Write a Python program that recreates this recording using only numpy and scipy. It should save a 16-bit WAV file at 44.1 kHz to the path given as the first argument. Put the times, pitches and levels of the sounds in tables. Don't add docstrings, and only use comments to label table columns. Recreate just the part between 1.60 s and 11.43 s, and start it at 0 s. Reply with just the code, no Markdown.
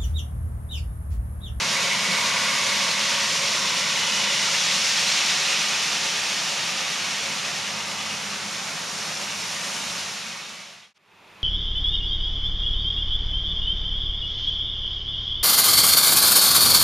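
import sys
import numpy as np
from scipy import signal
from scipy.fft import rfft, irfft, next_fast_len
from scipy.io import wavfile
from scipy.ndimage import uniform_filter1d, map_coordinates

SR = 44100
rng = np.random.default_rng(int(sys.argv[2]) if len(sys.argv) > 2 else 0)


def wav_record(signal):
    frames = np.transpose(np.atleast_2d(signal))
    bounded = np.clip(frames, -1, 1)
    quanta = np.round(bounded * 32767).astype(np.int16)
    wavfile.write(sys.argv[1], SR, quanta)


N = 433503


# harmonic_number, relative_db
EXHAUST_HARMONICS = [(5, -31), (6, -16), (9, -13), (12, -6.5), (14, -25), (15, -19), (27, -23)]
# centre_hz, width_hz, relative_db
SILENCER_MODES = [(139, 28, -5.5), (175.4, 21, 4.5), (208.7, 36, 1.5)]
BAY_MODES = [(552, 59, 0.5), (685, 50, -8.5), (960, 88, 3.5), (1113, 85, 4.5), (1200, 40, -5),
             (1410, 48, -1), (1556, 95, -1.5)]
# peak_s, peak_db, rise_db_per_s, fall_db_per_s
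BAY_KNOCKS = [(.535, -13, 600, 300), (.8, -9, 200, 120), (2.6, -1, 700, 400), (4.16, 11, 500, 400)]
def engine(firing_hz=102.3, cylinders=6):
    cycle = 2 * np.pi * np.cumsum(firing_hz * (1 + .002 * wobble(3))) / SR / cylinders
    pulses = (1 + .25 * np.cos(cylinders * cycle)) * (1 + .35 * np.cos(cylinders / 2 * cycle))
    uneven = cycle + .042 * wobble(22) + .028 * wobble(8)
    tones = 0
    for harmonic, db in EXHAUST_HARMONICS:
        gain = amp(db - 0.5 + 1.7 * wobble(4.3) + 1.3 * wobble(13))
        phase = harmonic * uneven + 0.1 * wobble(6.3) + rng.uniform(0, 2 * np.pi)
        tones += gain * np.sqrt(2) * np.cos(phase)
    load_db = 3 * bump(peak_s=6.3, half_s=1.3)
    shadow_db = -bump(peak_s=4.45, half_s=1.15)
    tones *= amp(load_db + 5 * shadow_db)
    gas = amp(-2.5 + 0.73 * wobble(15)) * stereo(noise() * pulses, resonances(SILENCER_MODES))
    exhaust = amp(-40.5 + spreading_db() + shadow_db) * (tones + gas)
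    rattle = amp(-33 + flank_db() + 0.95 * wobble(7)) * stereo(noise() * pulses, resonances(BAY_MODES))
    return exhaust + (1 + swells(BAY_KNOCKS)) * rattle


def exhaust_thumps():
    thump_db = -75 + 0.5 * spreading_db() + 5.5 * wobble(8)
    return amp(thump_db) * stereo(noise(), resonances([(68, 12, 0)]))


def spreading_db(start_m=24.5, speed_m_per_s=3.22):
    return -20 * np.log10(1 + speed_m_per_s * clock() / start_m)


def flank_db(open_db=-2.5, hidden_db=-23, turn_s=3.42, half_s=0.71):
    turned = (1 + np.tanh((clock() - turn_s) / half_s)) / 2
    return open_db + (hidden_db - open_db) * turned


# time_s, air_db, soil_db
DRILL_LEVELS = [(0.05, -27.5, -29.5), (0.09, -27.5, -28), (0.31, -27, -28.5), (1.2, -26, -28),
                (1.6, -26, -27), (2.0, -27.5, -27), (2.26, -28, -28.5), (2.94, -25.5, -25.5),
                (3.3, -26, -25), (3.52, -24.5, -25), (3.95, -26, -27), (4.9, -30, -30), (5.25, -30, -31),
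                (5.86, -32.5, -32.5), (6.26, -35, -35), (7.13, -37, -34.5), (8.26, -35.5, -33),
                (8.5, -36, -34), (9.2, -33.5, -37.5)]
def seed_drill():
    air_db, soil_db = curves(DRILL_LEVELS)
    return blower(air_db) + machinery(air_db) + roller() + coulters() + clinks() + soil(soil_db)


def churn(beat_hz=9.2, depth_db=0.36):
    beat = 2 * np.pi * beat_hz * clock() + 0.25 * wobble(0.66)
    return amp(depth_db * np.cos(beat))


# frequency_hz, relative_db
HOSE_SPECTRUM = [(300, -47), (900, -29), (1500, -7.5), (2000, -3.5), (2700, -2), (3600, -1.5), (4800, -7.5),
                 (7000, -25), (12000, -60)]
# centre_hz, width_hz, relative_db
FAN_MODES = [(2000, 94, 0), (2207, 100, 3), (2460, 100, -7)]
# peak_s, peak_db, rise_db_per_s, fall_db_per_s
FAN_BURSTS = [(.16, -3, 300, 300), (.325, 3, 300, 260), (.498, -8, 499, 400), (.58, -7, 400, 300),
              (.88, -7, 250, 200), (1.125, -6, 400, 140)]
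def blower(air_db):
    rush = amp(air_db - 0.48 + 0.41 * wobble(20)) * stereo(noise(), spectrum(HOSE_SPECTRUM))
    facing = swell(peak_s=0.54, peak_db=1.5, rise_db_per_s=8, fall_db_per_s=6.5)
    intake = np.maximum(facing, amp(-19))
    howl = amp(-33 + .5 * wobble(14)) * stereo(noise(), resonances(FAN_MODES))
    return rush + intake * (1 + swells(FAN_BURSTS)) * howl


# frequency_hz, relative_db
GEAR_SPECTRUM = [(20, -33), (47, -36), (70, -23), (110, -6), (250, -6.5), (330, -6), (450, -3.5),
                 (620, -1.5), (780, -0.5), (1200, 1), (1700, -0.5), (2600, -15.5), (6000, -47)]
# centre_hz, width_hz, relative_db
FRAME_MODES = [(557, 30, 0), (728, 130, -7), (912, 94, -4), (1135, 39, -1), (1215, 34, 1.5), (1377, 63, -3),
               (1855, 63, 0.5), (2030, 80, -2), (2250, 130, 1), (2525, 200, 1.5), (2790, 95, 1.5),
               (2970, 85, 0), (3350, 90, -4.5), (3724, 77, -0.5), (4230, 160, -6.5), (4440, 83, -3),
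               (5370, 230, -4)]
DISC_MODES = [(2006, 130, -2.2), (2950, 130, 1), (3420, 90, -1.5)]
# peak_s, peak_db, rise_db_per_s, fall_db_per_s
DISC_SCRAPES = [(2.4, -30.5, 26, 12), (5.5, -44, 12, 22), (6.4, -40, 31, 30)]
def machinery(air_db):
    rumble_db = -32 + spreading_db() - 1.6 * amp(flank_db())
    rumble = amp(rumble_db + 0.47 * wobble(12)) * stereo(noise(), spectrum(GEAR_SPECTRUM))
    clatter_db = -33.5 + 0.54 * (air_db + 29) + 0.35 * wobble(16)
    frame = stereo(impacts(per_s=3000, spread_db=2), resonances(FRAME_MODES))
    clatter = amp(clatter_db) * shimmer(frame, depth_db=3)
    scrape = swells(DISC_SCRAPES) * amp(wobble(12)) * stereo(noise(), resonances(DISC_MODES))
    return rumble + clatter + scrape


# frequency_hz, relative_db
SPRAY_SPECTRUM = [(800, -41), (2500, -17), (3900, -5.5), (4900, -2.5), (5700, 0), (6400, -3), (7300, -8),
                  (8300, -11), (11000, -37)]
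GRIT_SPECTRUM = [(3000, -45), (7000, 3.5), (8400, -2.5), (10000, -2.5), (11300, -8.5), (12500, -12.5),
                 (14000, -27), (15000, -24)]
# peak_s, peak_db, rise_db_per_s, fall_db_per_s
DUST_PATCHES = [(1.1, -11, 1, 26), (8.1, -7, 21, 18)]
def soil(soil_db):
    flutter_db = 0.47 * wobble(25)
    spray = stereo(noise() + 0.62 * impacts(per_s=5000, spread_db=2.5), spectrum(SPRAY_SPECTRUM))
    grit = stereo(noise() + .5 * impacts(per_s=4000, spread_db=-1.5), spectrum(GRIT_SPECTRUM))
    grit_db = -39.5 + 0.7 * (soil_db + 30)
    dust = 1 + swells(DUST_PATCHES)
    return amp(flutter_db) * (amp(soil_db - 0.02) * spray + dust * amp(grit_db) * grit)


# centre_hz, width_hz, relative_db
COULTER_MODES = [(2530, 120, -1.5), (2800, 190, -4)]
# peak_s, peak_db, rise_db_per_s, fall_db_per_s
CLOD_GRINDS = [(3.9, -31, 90, 90), (4.13, -34.5, 110, 80), (4.7, -36, 70, 60), (5.48, -38, 30, 30),
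               (6.093, -38, 200, 200), (6.47, -38.5, 90, 70), (6.538, -41, 400, 300), (7.43, -45, 80, 60),
               (7.66, -50, 60, 60), (7.9, -42.5, 45, 30), (8.95, -47, 25, 20)]
def coulters():
    grind = swells(CLOD_GRINDS) * amp(0.67 * wobble(30)) * stereo(noise(), resonances(COULTER_MODES))
    ping = swell(peak_s=9.256, peak_db=-30, rise_db_per_s=900, fall_db_per_s=650)
    return grind + ping * stereo(noise(), resonances([(3270, 80, 0)]))


# peak_s, peak_db
STONE_STRIKES = [(1.09, -30), (1.3, -32), (1.855, -31), (3.115, -28), (3.47, -30), (5.415, -34.5),
                 (5.773, -39), (6.7, -40)]
# centre_hz, width_hz, relative_db
TINE_MODES = [(4140, 150, -3), (4480, 110, -6)]
def clinks():
    strikes = sum(swell(s, db, rise_db_per_s=2500, fall_db_per_s=200) for s, db in STONE_STRIKES)
    return strikes * stereo(noise(), resonances(TINE_MODES))


# centre_hz, width_hz, relative_db
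ROLLER_MODES = [(322, 22, 1), (401, 20, 0.5)]
def roller():
    patch = swell(peak_s=3.9, peak_db=-49.5, rise_db_per_s=50, fall_db_per_s=11)
    return patch * stereo(noise(), resonances(ROLLER_MODES))


# centre_hz, width_hz, depth_fraction, deepest_s, half_s
CANCELLED_BANDS = [(330, 47, 0.3, 0.69, 1.8), (780, 49, 0.7, 1.2, 1.8), (690, 55, 0.28, 2.3, 0.7),
                   (1310, 61, .36, 0.7, 1.2), (1160, 99, 0.35, 2.55, 0.65), (1650, 130, 0.36, 2.2, 0.82),
                   (3140, 100, 0.2, 2.7, 0.6)]
def ground_reflection(direct):
    cancelled = 0
    for centre_hz, width_hz, depth, deepest_s, half_s in CANCELLED_BANDS:
        band = filtered(direct, lambda hz: np.exp(-((hz - centre_hz) / width_hz) ** 2))
        cancelled += depth * bump(deepest_s, half_s) * band
    return direct - cancelled


# frequency_hz, relative_db
SCATTER_SPECTRUM = [(250, -29), (700, -2), (1400, -3.5), (2300, 0), (4200, -1), (5600, -14), (9000, -34)]
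# centre_hz, width_hz, relative_db
HISS_BANDS = [(4050, 130, 0), (4550, 170, -2), (4980, 170, -2)]
def surroundings(hiss_end_s=1.74, hiss_fade_s=0.6):
    scatter = amp(-43.5 + 0.58 * wobble(2.3)) * unit(filtered(noise(), spectrum(SCATTER_SPECTRUM)))
    antiphase_hiss = np.array([[1], [-1]]) * unit(filtered(noise()[0], resonances(HISS_BANDS)))
    return scatter + amp(-39.5) * fade(hiss_end_s, hiss_end_s - hiss_fade_s) * antiphase_hiss


# frequency_hz, relative_db
DISTANT_SPECTRUM = [(30, -14), (48, -20), (65, -17), (106, 1), (135, -6), (185, 1.5), (258, -6), (390, 0),
                    (524, -4), (927, 1), (1640, -4.5), (2590, -1.5), (3040, -7.5), (3560, -7), (4270, -12),
                    (14000, -29.5)]
# centre_hz, width_hz, relative_db
DISTANT_MODES = [(395, 40, 0), (930, 110, 0), (2550, 150, 3), (3500, 320, -8)]
def distant_tractor():
    roar = amp(-47.5) * stereo(noise(), spectrum(DISTANT_SPECTRUM))
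    return roar + amp(-59) * stereo(noise(), resonances(DISTANT_MODES))


# frequency_hz, relative_db
BUFFET_SPECTRUM = [(14, -4), (22, 3), (30, 3), (40, -6), (48, -20), (62, -14), (90, -22), (200, -49)]
# peak_s, peak_db, rise_db_per_s, fall_db_per_s
AIR_PUFFS = [(.02, 16, 60, 70), (.6, 9, 110, 110), (1.0, 16, 130, 130), (1.7, 15, 71, 29),
             (2.46, 11, 110, 110), (3.1, 14, 50, 30), (3.42, 10, 60, 80), (3.95, 9, 40, 70),
             (5.65, 4, 60, 30), (6.45, 3, 30, 50), (7.7, 9, 40, 20)]
def breeze():
    buffet = amp(-83.5 + 2 * wobble(11)) * stereo(noise(), spectrum(BUFFET_SPECTRUM))
    ports = amp(-70 + wobble(6)) * unit(filtered(noise(), resonances([(115, 49, 0)])))
    return (1 + swells(AIR_PUFFS)) * buffet + ports


# frequency_hz, correlation
COHERENCE = [(30, 0.85), (60, 0.8), (110, 0.98), (200, 0.95), (370, 0.88), (680, 0.95), (1250, 0.9),
             (2290, 0.94), (4200, 0.91), (6500, 0.92), (8500, 0.75), (11000, 0.63), (14200, 1)]
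def stereo(pair, response):
    angle = lambda hz: np.arccos(np.clip(along(COHERENCE, hz), 0, .995)) / 2
    weights = lambda hz: np.array([np.cos(angle(hz)), np.sin(angle(hz))])
    mid, side = filtered(pair, lambda hz: response(hz) * weights(hz))
    return unit(np.array([mid + side, mid - side]))


def shimmer(x, depth_db):
    bands = signal.stft(x, nperseg=1024)[2]
    drift = uniform_filter1d(rng.standard_normal(bands.shape[1:]), size=3, axis=0)
    drift = uniform_filter1d(drift, size=12, axis=1)
    return unit(signal.istft(bands * amp(depth_db * unit(drift)), nperseg=1024)[1][:, :N])


def impacts(per_s, spread_db):
    return unit((rng.random((2, N)) < per_s / SR) * noise() * amp(spread_db * np.clip(noise(), -2, 2)))


def noise():
    return rng.standard_normal((2, N))


def wobble(knots_per_s):
    knots = rng.standard_normal(int(N * knots_per_s / SR) + 4)
    return map_coordinates(knots, [np.arange(N) * knots_per_s / SR])


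def filtered(x, response):
    size = next_fast_len(N + 8192)
    return irfft(rfft(x, size) * response(np.fft.rfftfreq(size, 1 / SR)), size)[..., :N]


def resonances(modes):
    def response(hz):
        peak = lambda centre, width: 1 / (1 + 2 * ((hz ** 2 - centre ** 2) / (2 * width * hz + 1)) ** 2)
        return np.sqrt(sum((amp(db) * peak(centre, width)) ** 2 for centre, width, db in modes))
    return response


def spectrum(points):
    return lambda hz: amp(along(points, hz))


def along(points, hz):
    frequencies, values = np.transpose(points)
    return np.interp(np.log(hz + 1), np.log(frequencies + 1), values)


def curves(rows):
    times, *columns = np.transpose(rows)
    return [np.interp(clock(), times, column) for column in columns]


def swell(peak_s, peak_db, rise_db_per_s, fall_db_per_s):
    t = clock() - peak_s
    return amp(peak_db + np.minimum(rise_db_per_s * t, -fall_db_per_s * t))


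def swells(rows):
    return sum(swell(*row) for row in rows)


def bump(peak_s, half_s):
    return np.exp(-((clock() - peak_s) / half_s) ** 2)


def fade(silent_s, full_s):
    return np.clip((clock() - silent_s) / (full_s - silent_s), 0, 1)


def clock():
    return np.arange(N) / SR


def amp(db):
    return 10 ** (np.asarray(db) / 20)


def unit(x):
    return x / np.sqrt(np.mean(x ** 2) + 1e-20)


def scene():
    drill = seed_drill()
    near = ground_reflection(engine() + churn() * drill) + surroundings() + breeze() + exhaust_thumps()
    flicker = amp(-29) * fade(silent_s=9.34, full_s=9.38) * (clock() < 9.38)
    near_gain = fade(silent_s=9.335, full_s=8.36) + flicker
    return near * near_gain + distant_tractor() * fade(silent_s=9.335, full_s=9.83)


# frequency_hz, left_minus_right_db
BALANCE = [(60, -1), (150, -2.0), (370, -2), (920, -1.5), (2290, -0.5), (5690, 0.0), (14200, -1.0)]
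def record(dry, notch_hz=7890, top_hz=14400):
    balance = lambda hz: amp(np.array([along(BALANCE, hz), -along(BALANCE, hz)]) / 2)
    notch = lambda hz: abs(hz - notch_hz) / np.hypot(hz - notch_hz, 190)
    return filtered(dry, lambda hz: balance(hz) * notch(hz) * (hz < top_hz))


dry = scene()
out = record(dry)
wav_record(out)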